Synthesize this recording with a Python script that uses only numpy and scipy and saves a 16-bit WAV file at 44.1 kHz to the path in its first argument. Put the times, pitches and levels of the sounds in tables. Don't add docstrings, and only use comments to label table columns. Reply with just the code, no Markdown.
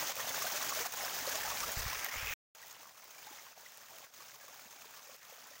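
import sys
import numpy as np
from scipy import signal
from scipy.io import wavfile
from scipy.ndimage import uniform_filter1d, map_coordinates

SR = 44100
rng = np.random.default_rng(int(sys.argv[2]) if len(sys.argv) > 2 else 0)


def output_pcm(signal):
    pcm = np.clip(np.atleast_2d(signal).T, -1, 1) * 32767
    wavfile.write(sys.argv[1], SR, np.round(pcm).astype(np.int16))


def gain_from_db(level_db):
    decades = np.asarray(level_db, float) / 20
    return 10 ** decades


N = 246959
CUT_S, RESUME_S = 2.3381, 2.5494

# freq_hz [Hz], level_db [dB per Hz]
WATER_COLOUR = [(24, -42.5), (50, -15), (130, -8.5), (335, -14.5), (550, -4), (900, -2), (1500, -1.5),
                (4200, -6), (6500, -1), (8000, -9), (10300, -12), (12800, -10.5), (15600, -0.5),
                (17000, -9)]


def evened(x):
    return x / np.sqrt(np.mean(x ** 2) + 1e-20)


def curve(rows, column):
    rows = np.array(rows)
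    return np.interp(np.arange(N) / SR, rows[:, 0], rows[:, column])


def colour(x, points, size=4096):
    f, db = np.transpose(points)
    hz = abs(np.fft.fftfreq(size, 1 / SR))
    gain_db = np.interp(np.log(hz + 1), np.log(f + 1), db)
    log_gain = np.log(gain_from_db(gain_db.clip(-80)))
    taps = np.fft.ifft(np.exp(np.conj(signal.hilbert(log_gain)))).real
    return signal.oaconvolve(x, taps[:size // 2])[:len(x)]


def drift(seconds):
    size = max(round(seconds * SR), 1)
    once = uniform_filter1d(rng.standard_normal(N), size)
    return evened(uniform_filter1d(once, size))


def drops(per_s, spread_db):
    sign, size, chance = rng.random((3, N))
    height = gain_from_db(-spread_db * np.log(size).clip(-3))
    return np.sign(sign - 0.5) * height * (chance < per_s / SR)


def bubble(hz, cycles, glide):
    turns = np.arange(int(3 * cycles / hz * SR)) * hz / SR
    note = np.sin(2 * np.pi * turns * (1 + glide * turns / cycles))
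    return note * np.exp(-2 * turns / cycles) * np.sqrt(hz / cycles)


def spray(patchy_db=1.5, flicker_db=1.03, surge_db=1.07):
    a, b, patches = rng.standard_normal((N // 64 + 5, 129, 3)).T
    patches = uniform_filter1d(patches, size=8, axis=1)
    patches = evened(uniform_filter1d(patches, size=9, axis=0))
    spectrum = (a + 1j * b) * gain_from_db(patchy_db * patches)
    hiss = signal.istft(spectrum, nperseg=256, noverlap=192)[1][:N]
    return evened(hiss * gain_from_db(flicker_db * drift(0.0045) + surge_db * drift(0.02)))


def spatter():
    t = np.arange(400) / SR
    puffs = signal.oaconvolve(abs(drops(220, spread_db=3.5)), np.exp(-t / 0.0012))[:N]
    clicks = 0.8 * drops(100, spread_db=6.0)
    return evened(puffs * rng.standard_normal(N) + clicks)


def gurgle():
    out = np.zeros(N)
    for k, hz in enumerate(np.geomspace(240, 7200, 30)):
        per_s = 20 + hz / 60
        clumps = drops(per_s, spread_db=3.6) * gain_from_db(3.5 * drift(0.025))
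        notes = signal.oaconvolve(clumps, bubble(hz, 5 + 3.5 * (k % 3), 0.05))[:N]
        out += hz ** 0.2 / np.sqrt(per_s) * notes
    return evened(out)


def plunks():
    # start_s [s], peak_db [dB], pitch_hz [Hz]
    air_pockets = [(0.01, -44, 970), (0.09, -38.5, 545), (0.182, -43.5, 514), (0.46, -34, 1540),
                   (0.544, -37.5, 582), (0.719, -39, 1080), (0.782, -31.5, 2220), (0.788, -33, 1720),
                   (0.801, -35, 460), (0.606, -37.5, 1150), (1.217, -48.5, 272), (1.272, -31, 544),
                   (1.379, -31.5, 843), (1.449, -34, 848), (1.511, -31, 1093), (2.631, -45, 1890),
                   (2.642, -51, 820), (3.268, -46, 837), (3.466, -45.5, 1074), (3.659, -48, 1990),
                   (3.946, -47, 660), (4.023, -51, 753), (4.185, -61, 332), (4.203, -49.5, 1110),
                   (4.032, -49, 1070), (4.655, -61.5, 215), (4.75, -63, 398), (5.091, -50.5, 557),
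                   (5.133, -54, 510), (5.42, -59.5, 226)]
    # start_s [s], peak_db [dB], pitch_hz [Hz], t60_s [s], rise [per s]
    gloop = (3.305, -58, 230, .14, 24)
    # start_s [s], peak_db [dB], pitch_hz [Hz], t60_s [s], rise [per s]
    plop = (0.8668, -19, 620, .012, 1.5)
    rise_per_s = 0.95
    rough = 0.5
    rows = []
    for s, db, hz in air_pockets:
        t60_s = 0.051 * (1000 / hz) ** 0.38
        rows.append((s, db, hz, t60_s, rise_per_s))
    out, t = np.zeros(N + SR), np.arange(5000) / SR
    for s, db, hz, t60_s, rise in rows + [gloop, plop]:
        shape = gain_from_db(db + 3.5 - 60 * t / t60_s) * (1 - np.exp(-t / 0.0039))
        shape = shape * (rise * t < 0.8)
        out[round(s * SR):][:len(t)] += shape * np.sin(2 * np.pi * hz * t * (1 + rise * t))
    return out[:N] * (np.sqrt(1 - rough ** 2) + rough * drift(0.0027))


def splashes():
    # start_s [s], peak_db [dB], pitch_hz [Hz]
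    loud_splashes = [(0.093, -24, 770), (0.166, -23.5, 537), (0.201, -24, 1810), (0.29, -27, 3430),
                     (0.344, -26, 6700), (0.386, -30, 1630), (0.419, -23, 1127), (0.466, -21.5, 1537),
                     (0.519, -26, 5550), (0.624, -25, 5840), (0.691, -22.5, 6750), (0.77, -27, 590),
                     (0.858, -23, 734), (0.921, -26, 6220), (0.97, -26, 1030), (1.051, -28, 705),
                     (1.268, -36, 540), (1.354, -23.5, 6580), (1.434, -25.5, 1780), (1.499, -25.5, 950),
                     (1.629, -24, 1135), (1.717, -29, 6500), (1.793, -26, 5800), (1.928, -23.5, 1032),
                     (2.044, -34, 1890), (2.084, -22.5, 1810)]
    # start_s [s], peak_db [dB], pitch_hz [Hz]
    soft_splashes = [(2.549, -50.5, 1470), (2.616, -40, 1590), (2.708, -37, 6500), (2.823, -46, 1510),
                     (2.868, -43, 1070), (2.972, -42.5, 1064), (3.019, -45, 1030), (3.106, -40, 6200),
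                     (3.181, -41, 2300), (3.267, -39, 1540), (3.327, -36, 820), (3.661, -41, 1950),
                     (3.772, -53, 6500), (3.908, -44, 751), (4.138, -35.5, 6340), (4.237, -56, 6560),
                     (4.342, -43, 1080), (4.41, -38, 1620), (4.48, -36, 1120), (4.618, -43, 1410),
                     (4.677, -42, 3820), (4.708, -39.5, 6200), (4.81, -41, 6100), (4.855, -41.5, 433),
                     (5.211, -44, 1890), (5.297, -40, 848), (5.503, -43, 5440), (5.554, -41, 1900)]
    hiss_share, t60_s = 0.58, 0.051
    out, t = np.zeros(N + SR), np.arange(3000) / SR
    note_rise = 1 + 1.5 * t
    for s, db, hz in loud_splashes + soft_splashes:
        shape = gain_from_db(db - 60 * t / t60_s) * (1 - np.exp(-t / 0.0012))
        note = np.sin(2 * np.pi * hz * t * note_rise)
        puff = evened(colour(rng.standard_normal(len(t)), WATER_COLOUR, size=512))
        out[round(s * SR):][:len(t)] += shape * ((1 - hiss_share) * note + 0.74 * hiss_share * puff)
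    return out[:N]


def ticks():
    # start_s [s], peak_db [dB]
    loud_ticks = [(0.155, -23), (0.2129, -31), (0.2932, -25), (0.3606, -33), (0.3865, -38), (0.4274, -26),
                  (0.5167, -30), (0.55, -30), (0.628, -31), (0.7422, -35), (0.9224, -23), (1.1543, -29.5),
                  (1.2685, -25), (1.298, -25), (1.6117, -33.5), (1.662, -29), (1.7185, -25),
                  (1.9275, -44.5), (2.0245, -36.5), (2.0453, -17)]
    # start_s [s], peak_db [dB]
    soft_ticks = [(2.6168, -42), (2.6677, -38), (2.6816, -39), (2.726, -44), (3.0422, -38), (3.1067, -45),
                  (3.169, -51), (3.3062, -48), (3.7732, -36), (3.9074, -45), (3.9627, -43), (4.1363, -49),
                  (4.4117, -53), (4.4816, -46), (4.5988, -43), (4.6756, -47), (4.7075, -49), (4.9071, -48),
                  (4.9744, -49), (5.1146, -45), (5.163, -36), (5.4703, -39)]
    t60_s, attack_s = 0.009, 0.0004
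    out, t = np.zeros(N + SR), np.arange(1200) / SR
    for s, db in loud_ticks + soft_ticks:
        burst = np.diff(rng.standard_normal(len(t) + 1))
        puff = evened(colour(burst, WATER_COLOUR, size=512))
        shape = gain_from_db(db - 60 * t / t60_s) * (1 - np.exp(-t / attack_s))
        out[round(s * SR):][:len(t)] += shape * puff
    return out[:N]


def wind():
    # freq_hz [Hz], level_db [dB per Hz]
    wind_colour = [(12, -27.5), (25, -2), (55, 3.5), (100, -2.5), (150, -10.5), (210, -19), (300, -47.5),
                   (600, -82.5)]
    # centre_s [s], level_db [dB], length_s [s]
    gust_rows = [
        (1.478, -67, 0.054),
        (1.66, -64, 0.065),
        (1.795, -56, .03),
        (1.86, -52, 0.035),
        (1.926, -59.5, 0.089),
        (2.18, -59, .03),
        (2.287, -54.5, 0.071),
        (1.6, -70, .2),
    ]
    # centre_s [s], peak_db [dB], pitch_hz [Hz]
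    thump_rows = [
        (1.774, -31, 76),
        (1.794, -37, 62),
        (1.808, -39.5, 45),
        (1.847, -64, 90),
        (1.864, -33.5, 78),
        (2.176, -42, 49.6),
        (2.231, -40, 72.6),
        (2.308, -42.5, 59.6),
    ]
    t = np.arange(N) / SR
    lumps = colour(rng.standard_normal(N) * gain_from_db(1.5 * drift(0.012)), wind_colour, size=16384)
    strength = np.full(N, gain_from_db(-80))
    for s, db, length_s in gust_rows:
        strength += gain_from_db(db) * np.exp(-((t - s) / length_s) ** 2)
    thumps = np.zeros(N)
    for s, db, hz in thump_rows:
        thumps -= gain_from_db(db) * np.cos(2 * np.pi * hz * (t - s)) * np.exp(-(4.1 * hz * (t - s)) ** 2)
    return strength * evened(lumps) + thumps


def resonate(x, hz, width_hz):
    turn = np.exp(2j * np.pi * np.cumsum(hz) / SR)
    r = np.exp(-np.pi * width_hz / SR)
    return 2 * (turn * signal.lfilter([1 - r], [1, -r], x / turn)).real


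def hand(x):
    reach_s = 1.75
    n = np.arange(N)
    near = (n > reach_s * SR) & (n < RESUME_S * SR)
    close = ((n / SR - reach_s) / (CUT_S - reach_s)).clip(0, 1)

    def moving(far, closed, law=1.0):
        return far + (closed - far) * close ** law

    strength = near * moving(0.21, 0.58, 6.0)
    echo_hz = moving(2840, 4430, 0.55)
    echo = map_coordinates(x, [n - SR / echo_hz], order=1)
    combed = (x - strength * echo) / np.sqrt(1 + strength ** 2)
    cup = near * 2.52 * close ** 2.2 * resonate(x, moving(1800, 2390), 700)
    overtone = 0.39 * strength * resonate(x, moving(4300, 5160), 695)
    shade = near * 0.29 * close ** 0.45 * resonate(combed, moving(9000, 12200, 0.62), 1800)
    deadened = near * 0.38 * close * resonate(combed, np.full(N, 6500), 2000)
    return (combed + cup + overtone - shade - deadened) * gain_from_db(-3.0 * near * close)


def scene():
    # time_s [s], level_db [dB]
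    passages = [
        [(0.0, -38.5), (0.2, -40.5), (0.45, -39.5), (0.85, -38), (1.0, -40.5), (1.2, -41.5), (1.3, -40),
         (2.33, -40.5)],
        [(2.56, -56), (2.7, -54), (3.0, -57), (3.3, -53), (3.6, -56.5), (4.0, -54.5), (4.2, -54.5),
         (4.8, -54.5), (5.3, -55.5), (5.6, -55)],
    ]
    water = spray() + gain_from_db(-6.5) * spatter() + gain_from_db(-6) * gurgle()
    flow_db = curve(passages[0] + passages[1], 1) + 1.0
    flow = gain_from_db(flow_db) * evened(colour(water, WATER_COLOUR))
    fall = flow + plunks() + gain_from_db(-2) * splashes() + ticks()
    mono = hand(fall) + wind() * (np.arange(N) < RESUME_S * SR)
    return np.array([mono, mono])


def limiter_gain():
    # start_s [s], depth_db [dB], hold_s [s]
    dips = [(0.126, 4.5, 0.044), (0.832, 6.5, 0.0048), (0.947, 5, .012), (1.736, 2, .02), (2.072, 4, 0.03),
            (2.9, 3.5, 0.056), (3.536, 8.5, 0.012), (4.06, 3, 0.095), (4.075, 4.5, 0.053),
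            (4.366, 3.5, 0.044), (4.455, 3, 0.019), (4.676, 4, .015), (5.159, 5, 0.049)]
    # start_s [s], depth_db [dB], hold_s [s]
    plop_dip = (0.8722, 7.5, .046)
    recovery_s, ease_s = 0.023, 0.008
    t = np.arange(N) / SR

    def dip(s, db, hold_s):
        return db * (t > s) * np.clip(1 - (t - s - hold_s) / recovery_s, 0, 1)

    eased_db = uniform_filter1d(sum(dip(*row) for row in dips), size=round(ease_s * SR))
    sharp_db = uniform_filter1d(dip(*plop_dip), size=40)
    return gain_from_db(-eased_db - sharp_db)


def roll_off(x):
    return signal.sosfilt(signal.butter(12, 17120, fs=SR, output="sos"), x)


def record(dry):
    t = np.arange(N) / SR
    ceiling = 0.11
    gain = limiter_gain() * ((t < CUT_S) | (t > RESUME_S))
    rounded = ceiling * np.tanh(dry / ceiling) * gain
    edge = signal.firwin(1023, 15880, window=("kaiser", 10), fs=SR)
    mix = signal.oaconvolve(rounded, edge[None], "same")
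    return roll_off(mix)


dry = scene()
out = record(dry)
output_pcm(out)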